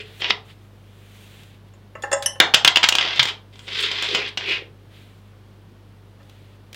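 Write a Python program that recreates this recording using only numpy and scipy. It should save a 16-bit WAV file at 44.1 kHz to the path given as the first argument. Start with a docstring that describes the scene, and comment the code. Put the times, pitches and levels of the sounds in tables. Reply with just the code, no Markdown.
"""A screw is picked off a table and fitted to a metal bracket; it slips, clinks down the machine,
bounces and rolls across the tabletop, and is dragged back. Its blows and rubbing sound through the
board's resonances; its knocks set guard, bracket and washer ringing. Sleeves rustle, fingernails
tick, and mains hum sits under the air of a small quiet room."""
import sys
import numpy as np
from scipy import signal
from scipy.fft import rfft, irfft
from scipy.io import wavfile
from scipy.ndimage import uniform_filter1d

SR = 44100
rng = np.random.default_rng(int(sys.argv[2]) if len(sys.argv) > 2 else 0)


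def dump_mix(stems):
    """Bounce the given channels to the path in sys.argv[1] as a 16-bit WAV at rate SR."""
    frames = np.atleast_2d(stems).T  # one column per channel
    limited = np.clip(frames, -1, 1)  # hard clip at full scale
    pcm = np.round(limited * 32767).astype(np.int16)
    wavfile.write(sys.argv[1], SR, pcm)


N = 298021

# Tone of the sleeves and finger ticks. Each row: frequency in Hz, level in dB.
HANDLING_EQ = [(500, -5), (1000, -10), (1800, -3), (2300, -1), (3400, 1), (4200, -4.5), (8000, -14),
               (12000, -18), (16000, -17)]


def gain_of(db):
    """Decibels to a factor."""
    return 10 ** (np.asarray(db) / 20)


def unit_rms(x):
    """Scales to rms 1."""
    return x / np.sqrt(np.mean(x ** 2) + 1e-20)


def curve(points, hz, column=1):
    """Reads one column of a table on a log-frequency axis."""
    columns = np.transpose(points)
    return np.interp(np.log(hz + 1), np.log(columns[0] + 1), columns[column])


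def add(mix, start, sound):
    """Mixes a sound in at start seconds."""
    part = mix[round(start * SR):][:len(sound)]
    part += sound[:len(part)]


def impulse(db):
    """Minimum-phase impulse response of an EQ curve spanning 0..SR/2."""
    log_gain = np.log(gain_of(np.maximum(np.r_[db, db[-2:0:-1]], -100)))
    return np.fft.ifft(np.exp(np.conj(signal.hilbert(log_gain)))).real[:len(db)]


def coloured(x, db):
    """Passes x through an EQ curve; the result has rms 1."""
    return unit_rms(signal.oaconvolve(x, impulse(db))[:len(x)])


def bands(hz, low_hz=800, high_hz=6600):
    """Low, mid and high shares of a smooth crossover."""
    low = 1 / (1 + (hz / low_hz) ** 6)
    high = 1 - 1 / (1 + (hz / high_hz) ** 8)
    return low, 1 - low - high, high


def bell(hz, centre, width, db):
    """A resonant bump for an EQ curve, in dB."""
    return db / (1 + (2 * (hz - centre) / width) ** 2)


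def flicker(depth_db, samples):
    """A gain that wanders at random, smoothed over so many samples."""
    return gain_of(depth_db * unit_rms(uniform_filter1d(rng.standard_normal(N), samples)))


def fader(gestures, column):
    """Gain ride, silent between gestures; columns after 1 are dB offsets from column 1."""
    out = np.zeros(N)
    for gesture in gestures:
        columns = np.transpose(gesture)
        t = np.arange(columns[0, 0], columns[0, -1], 1 / SR)
        db = np.interp(t, columns[0], columns[1] + (columns[column] if column > 1 else 0))
        fades = np.minimum(1, np.minimum(t - t[0], t[-1] - t) / .008)
        add(out, t[0], gain_of(db) * fades)
    return out


def chatter(noise, t60, rise=.0005):
    """A contact: noise that starts sharply and dies away."""
    t = np.arange(len(noise)) / SR
    return noise * gain_of(-60 * t / max(t60, .004)) * np.minimum(1, t / max(rise, 1e-4))


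def peaked(x, db):
    """Scales a short sound so that its envelope peaks at db."""
    return gain_of(db) * x / np.sqrt(2 * uniform_filter1d(x ** 2, size=60).max())


def resonate(x, hz, width):
    """A moving resonance: shifts the curve hz down to zero, smooths, and shifts back."""
    carrier = np.exp(2j * np.pi * np.cumsum(hz) / SR)
    pole = np.exp(-np.pi * width / SR)
    return unit_rms((carrier * signal.lfilter([1 - pole], [1, -pole], x / carrier)).real)


def tabletop(hz):
    """How the board answers a blow, in dB: a broad tone with ringing bumps."""
    # Each row: frequency in Hz, level in dB.
    board_eq = [(100, -29), (200, -8), (300, -6), (430, -6), (750, -6), (1200, -7.5), (2000, 0.5),
                (3200, 9), (4200, -0.5), (5500, -6), (7500, -16.5), (11000, -38.5), (16000, -33.5)]
    # Each row: resonance in Hz, width in Hz, boost in dB.
    board_rings = [(421, 20, 0.5), (950.6, 260, 2), (2040, 130, 3.5), (2970, 67, -6), (3040, 84, -2),
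                   (3901, 84, -1.5), (5020, 1200, 2.5)]
    return curve(board_eq, hz) + sum(bell(hz, *ring) for ring in board_rings)


def room_tone():
    """Room air and microphone hiss under a mains hum that wavers slightly."""
    # Each row: frequency in Hz, relative level in dB.
    air_eq = [(30, -31), (45, -11), (75, -10.5), (125, 4.5), (200, -2), (400, -4), (700, -11.5),
              (1200, -14), (2200, -19.5), (3300, -20), (4500, -25), (7000, -33), (15500, -35.5)]
    # Each row: frequency in Hz, rms level in dB.
    hum_partials = [(50, -57), (100, -48.5), (200, -61)]
    hz, t = np.fft.rfftfreq(N, 1 / SR), np.arange(N) / SR
    air = unit_rms(irfft(rfft(rng.standard_normal(N)) * gain_of(curve(air_eq, hz)), N))
    hum = sum(gain_of(db) * np.sin(2 * np.pi * (f * t + rng.random())) for f, db in hum_partials)
    return gain_of(-53) * air + np.sqrt(2) * hum * flicker(depth_db=.21, samples=4000)


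def screw_slides():
    """Thread and head roll and rub: a smooth scrape in the board, separate slips in the treble."""
    # One list per move. Each row: time in seconds, relative level in dB, rumble and grit offsets in dB.
    moves = [
        [(0.0, -19.5, -3.5, -31), (0.012, -39.5, -4.5, -18), (0.038, -53, 1, -15), (0.07, -60, -9.5, -13)],
        [(0.195, -56, -12, -6), (0.219, -23.5, -19.5, -26), (0.241, -31, -7, -36), (0.295, -26, -15, -42),
         (0.305, 3, -15, -23)],
        [(3.03, -26, -17, -21.5), (3.094, -31, -20.5, -52.5), (3.18, -24, -21, -49), (3.184, -26, -8.5, -29),
         (3.19, -22, -27.5, -29.5)],
        [(3.2, -21, -29.5, -25), (3.21, -31.5, -7.5, -13.5), (3.26, -39, -11, -27.5), (3.286, -24, -34, -17.5),
         (3.32, -34, 10, -33)],
        [(3.52, -51, -1, -18.5), (3.59, -54, -14, -8.5), (3.668, -47, -3, -8), (3.676, -35, -11, -24),
         (3.768, -21, -18, -29.5), (3.82, -23.5, -10, -13), (3.838, -18, -20, -24), (3.89, -25.5, -17.5, -46),
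         (4.064, -23, -22, -28.5), (4.138, -22, -2.5, -29), (4.154, -24.5, -15, -31.5), (4.18, -23, -3.5, -39),
         (4.246, -31.5, -15, -52), (4.29, -26.5, -18, -21), (4.31, -58, 4, -42)],
        [(4.385, -33, -6, -29), (4.457, -33, -12, -53), (4.491, -24.5, -5.5, -65), (4.509, -29, 3.5, -28),
         (4.521, -20.5, -24, -55.5), (4.579, -32, -9.5, -58), (4.63, -55, 19, -26)],
    ]
    # Treble of the rubbing. Each row: frequency in Hz, level in dB.
    grit_eq = [(5000, -6), (7500, 0), (9000, -6), (11000, -15), (16000, -22)]
    # The ring favoured along the way. Each row: time in seconds, pitch in Hz, dB against the scrape.
    ring_path = [(0, 2500, 0), (.2, 3150, -9.5), (.3, 3200, -9), (3.03, 3300, -5), (3.3, 3200, -8),
                 (3.7, 3300, -12.5), (3.85, 3280, -2), (4.1, 3250, -9), (4.17, 3000, -18),
                 (4.22, 2200, -0.5), (4.3, 3000, -21), (4.42, 3300, -12), (4.47, 2500, 1.5),
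                 (4.63, 2450, -6.5)]
    hz, t = np.fft.rfftfreq(2048, 1 / SR), np.arange(N) / SR
    low_db, mid_db, high_db = (25 * np.log10(share + 1e-4) for share in bands(hz))
    slipping = rng.random(N) < 350 / SR  # about 350 slips a second
    strength = gain_of(3 * np.minimum(rng.exponential(1, N), 4))
    slips = unit_rms(slipping * strength * rng.choice([-1., 1.], N))
    rub = rng.standard_normal(N) * flicker(depth_db=2.2, samples=300)
    friction = rub + .2 * slips
    times, ring_hz, ring_db = np.transpose(ring_path)
    pitch = np.interp(t, times, ring_hz)
    ring = resonate(resonate(friction, pitch, width=830), pitch, width=830)
    scrape = coloured(friction, tabletop(hz) + mid_db) + gain_of(np.interp(t, times, ring_db)) * ring
    loaded_board = bell(hz, centre=425, width=140, db=22)  # the board hums low under load
    rumble = coloured(friction, tabletop(hz) + low_db + loaded_board)
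    grit = coloured(rub + 1.2 * slips, curve(grit_eq, hz) + high_db)
    return fader(moves, 1) * scrape + fader(moves, 2) * rumble + fader(moves, 3) * grit


def sleeves():
    """Cloth sliding on cloth: soft flickering hiss."""
    # One list per rustle. Each row: time in seconds, level in dB, fizz offset in dB.
    rustles = [
        [(0.05, -49, -17), (0.152, -50.5, -10), (0.194, -50, -4), (0.204, -34, -22), (0.21, -17, -8)],
        [(0.42, -75, -35), (0.454, -59, -6), (0.508, -48, -14), (0.566, -68, -6), (0.654, -66, -3),
         (0.7, -82, 6), (0.862, -64, -7), (1.192, -53.5, -4.5), (1.41, -52, -8), (1.474, -58.5, -5),
         (1.552, -57.5, -11), (1.632, -79, -8), (1.692, -64, -4), (1.7, -76, 1)],
        [(4.85, -67, 0), (4.878, -77, -4.5), (4.914, -59, -9), (4.97, -51.5, -12), (5.18, -65.5, -6),
         (5.438, -74, -11.5), (5.448, -70, -14), (5.494, -74, -2), (5.54, -71, -15), (5.6, -81, -6)],
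        [(6.0, -77.5, -15), (6.128, -85, -11), (6.22, -64, -11), (6.232, -72, -21), (6.242, -69, -3),
         (6.31, -59.5, -9), (6.564, -62.5, -12), (6.582, -86.5, -1), (6.72, -72.5, -2)],
    ]
    hz = np.fft.rfftfreq(1024, 1 / SR)
    fibres = rng.standard_normal(N) * flicker(depth_db=.73, samples=490)
    high = bands(hz, high_hz=5470)[2]
    body, fizz = (coloured(fibres, curve(HANDLING_EQ, hz) + 20 * np.log10(share + 1e-4))
                  for share in (1 - high, high))
    return fader(rustles, 1) * body + fader(rustles, 2) * fizz


def screw_bounces():
    """Each blow is a push and brief chatter; returns direct sound and what escapes the hand to the room."""
    # Each row: start in seconds, peak in dB, ring in Hz, thud in dB (-16 is flat),
    # tick in dB (-28 is flat), contact t60 in seconds, room send in dB (capped at +3).
    blows = [(0.22, -17, 3120, -26, -42, 0.012, 5.5), (0.2426, -12.5, 3040, -33.5, -56, 0.025, 8),
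             (0.3045, -3.5, 3240, -28, -49, 0.022, -8.1), (2.4008, 7, 3830, -23.5, -27.5, 0.017, -2.5),
             (2.5378, -3, 3190, -28.5, -25.5, 0.023, -2), (2.5424, 1.5, 3280, -26.5, -17, 0.033, -2.6),
             (2.6472, 1, 3450, -28, -16, 0.017, -1.5), (2.6752, 2, 3210, -32.5, -26, 0.034, -5.7),
             (2.758, -0.5, 2970, -37.5, -23, 0.025, -1.5), (2.7702, -0.5, 2970, -25, -22.5, 0.018, -6.5),
             (2.8289, -6, 3130, -34, -26, 0.046, 5), (2.8389, -4.5, 3200, -28, -26.5, 0.03, -8.5),
             (2.8871, -2, 3820, -36, -10.5, 0.025, -7), (2.9232, -6.5, 2770, -27.5, -20, 0.02, -1.3),
             (2.9514, -6, 2780, -27.5, -16, 0.022, -2.5), (2.9836, -4, 2780, -33.5, -29, 0.019, 0.8),
             (3.0087, -11.5, 3300, -28, -36, 0.044, -2), (3.0252, -14, 3350, -26, -40, 0.027, 3),
             (3.0374, -24, 3360, -21.5, -34, 0.013, 6), (3.0494, -18, 2800, -21.5, -39, 0.022, 5),
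             (3.0614, -19.5, 3300, -28.5, -38.5, 0.016, -8), (3.073, -18, 3270, -24.5, -40, 0.047, -20),
             (3.0836, -16.5, 3300, -32.5, -41, 0.034, 10), (3.1064, -18, 3290, -24.5, -43.5, 0.022, 7),
             (3.1583, -24.5, 3220, -16.5, -16.5, 0.022, 11), (3.1933, -2, 3290, -36.5, -40, 0.045, -2.5),
             (3.2275, -10, 3670, -25.5, -14, 0.036, -1.5), (3.2535, -16, 3680, -21, -16.5, 0.025, -5.5),
             (3.2718, -21, 2230, -43, -23, 0.032, 3), (3.2859, -18, 3310, -33, -33, 0.028, 0.5),
             (3.5562, -39, 3400, -20, -20, 0.022, -0.6), (3.5912, -34, 3350, -26, -11, 0.026, 1.5),
             (3.679, -26, 2270, -21, -27, 0.014, 9), (3.9135, -16.5, 3270, -22, -22, 0.027, 6),
             (4.024, -18, 3680, -23, -9, 0.011, 7), (4.0427, -18, 3130, -33, -22, 0.013, 8),
             (4.147, -8.5, 3030, -16, -19, 0.028, 2), (4.3728, -13.5, 2970, -26.5, -25, 0.032, -1.8),
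             (4.4093, -20, 2520, -31, -54, 0.011, 8), (4.4864, -23, 2380, -22, -38, 0.047, -6),
             (4.5182, -23, 2720, -30, -29, 0.0073, 8)]
    direct, send = np.zeros(N), np.zeros(N)
    hz = np.fft.rfftfreq(2048, 1 / SR)
    low, _, high = bands(hz)
    push = 1.2 * np.hanning(36)
    for start, db, ring_hz, thud_db, tick_db, t60, send_db in blows:
        shelves = low * (thud_db + 16) + high * (tick_db + 28)
        tone = tabletop(hz) + shelves + bell(hz, ring_hz, width=600, db=4)
        contact = chatter(rng.standard_normal(2500), t60, rise=.09 * t60)
        add(contact, .001, push)
        blow = peaked(np.convolve(contact, impulse(tone)), db)
        add(direct, start, blow)
        add(send, start, gain_of(min(send_db, 3)) * blow)
    return direct, send


def low_thumps():
    """Short low thumps, a hand slap and the bass of overloaded hits: a dying sine."""
    # Each row: start in seconds, peak in dB, pitch in Hz, t60 in seconds.
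    thumps = [(.306, -38, 200, 0.16), (2.401, -31, 135, 0.13), (2.539, -36, 135, 0.16),
              (2.649, -33, 135, .15), (3.194, -27.5, 130, .2)]
    out, t = np.zeros(N), np.arange(SR // 4) / SR
    for start, db, hz, t60 in thumps:
        add(out, start, gain_of(db - 60 * t / t60) * np.sin(2 * np.pi * hz * t))
    return out


def finger_ticks():
    """Fingernails and small parts tick in the hand: bare contact with no ring."""
    # Each row: start in seconds, peak in dB, t60 in seconds.
    ticks = [(1.4334, -42, 0.024), (6.2302, -51, 0.03), (6.2958, -42.5, 0.025), (6.7292, -32, 0.024),
             (6.7444, -31, 0.03)]
    out = np.zeros(N)
    tone = impulse(curve(HANDLING_EQ, np.fft.rfftfreq(512, 1 / SR)))
    for start, db, t60 in ticks:
        contact = chatter(rng.standard_normal(2500), t60)
        add(out, start, peaked(np.convolve(contact, tone), db))
    return out


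def machine_clinks():
    """A short scratchy contact sets guard, bracket and washer ringing and the casting clattering."""
    # Modes of the three parts. Each row: frequency in Hz, level in dB, undamped t60 in seconds.
    guard = [(421, -17.5, .12), (562, -.5, .2), (823, -1.5, .16), (1075, -3.5, .12), (1297, -6.5, .1),
             (1615, -10.5, .1), (1775, 0.5, .09), (1998, -8.5, .1), (2737, -9, 0.12)]
    bracket = [(3430, -3.5, .1), (4870, -17, .1), (5370, -7.5, 0.065), (6630, -1.5, .1), (7005, 0, .1),
               (7510, -4, .12), (8510, -9, .08)]
    washer = [(2968, -10.5, .4), (3045, -3.5, 0.29), (5450, -6.5, .14), (5920, -5, .09), (6085, -7, .15),
              (8210, -16.5, 0.078), (9712, -4, 0.073), (10220, -7, 0.071), (10000, -9, .07),
              (11400, -12, 0.039)]
    # The casting's countless small modes. Each row: frequency in Hz, level in dB.
    casting_eq = [(300, -19.5), (1000, -5.5), (3000, 5.5), (7000, -3), (10000, -9), (16000, -19)]
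    # Each row: start in seconds, guard, bracket, washer and clatter peaks in dB, contact t60 in seconds.
    knocks = [(1.735, -46.5, -55.5, -74, -69.5, .03), (1.952, -27, -52, -69.5, -52, .03),
              (2.022, -37.5, -33, -53, -37, .03), (2.035, -16.5, -43.5, -47, -38.5, .04),
              (2.115, -15.5, -25, -40.5, -29.5, .03), (2.127, -10.5, -15.5, -34.5, -28, .04),
              (2.224, -30.5, -30, -36, -22.5, .03), (2.259, -20, -31, -8, -33.5, .015),
              (2.355, -35, -63, -62, -54, .05), (6.2, -46, -75, -75, -66, .06)]
    out, t = np.zeros(N), np.arange(SR // 2) / SR
    grip = (gain_of(-60 * t / .045) + .25) * np.minimum(1, t / .0015)  # fingers and bolts damp the ring
    rings = [grip * sum(gain_of(db - 60 * t / t60) * np.cos(2 * np.pi * f * t) for f, db, t60 in modes)
             for modes in (guard, bracket, washer)]
    casting = impulse(curve(casting_eq, np.fft.rfftfreq(512, 1 / SR)))
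    for start, *ring_db, clatter_db, t60 in knocks:
        noise = rng.standard_normal(9000)
        contact = chatter(noise, t60)
        clatter = contact + gain_of(-12.5) * chatter(noise, t60=.17)
        add(out, start, peaked(np.convolve(clatter, casting), clatter_db))
        add(contact, .0007, [8.])  # the first touch excites every mode alike
        for ring, db in zip(rings, ring_db):
            add(out, start, peaked(signal.fftconvolve(contact, ring), db))
    return out


def room_echo(x):
    """Sparse echoes of random sign, each band dying at its own speed; curtains swallow the treble."""
    # Each row: frequency in Hz, t60 in seconds, level in dB.
    reverb = [(193, .3, -6.5), (677, 0.4, 3), (2124, 0.21, -1.5), (4033, 0.24, -5.5), (6600, .2, -4.5),
              (10000, .2, -9), (16960, .17, -11.5)]
    predelay, spacing = 180, 20  # samples
    taps = np.zeros(SR // 2)
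    slots = np.arange(predelay, SR // 2 - spacing, spacing)
    taps[slots + rng.integers(0, spacing, len(slots))] = rng.choice([-1., 1.], len(slots))
    hz, t, spectra = signal.stft(taps, SR, nperseg=128)
    spectra *= gain_of(-60 * t / curve(reverb, hz)[:, None])
    spectra /= np.linalg.norm(spectra, axis=1, keepdims=True)
    spectra *= gain_of(curve(reverb, hz, column=2))[:, None]
    tail = signal.istft(spectra, SR, nperseg=128)[1] * np.sqrt(3 / 4) / 64  # window energy
    tail[:predelay] = 0
    return signal.fftconvolve(x, tail)[:N]


def scene():
    """The screw and hands at the table, their echo, and the room tone, in mono."""
    blows, blow_send = screw_bounces()
    low_cut = signal.butter(2, 330, "high", fs=SR, output="sos")
    clinks = signal.sosfilt(low_cut, machine_clinks() + finger_ticks())
    slides = gain_of(-3.5) * screw_slides()
    echo = room_echo(blow_send + gain_of(-3.5) * clinks + gain_of(-2) * slides)
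    return (blows + low_thumps() + clinks + slides + echo + sleeves() + room_tone())[None]


def record(dry):
    """The loudest blows overload the input; a low-pass rolls off the top at 16 kHz."""
    clipped = np.clip(dry, -1, 1)
    low_pass = signal.firwin(255, 16000, window=("kaiser", 3), fs=SR)
    return np.clip(signal.oaconvolve(clipped, low_pass[None], "same"), -1, 1)


dry = scene()
out = record(dry)
dump_mix(out)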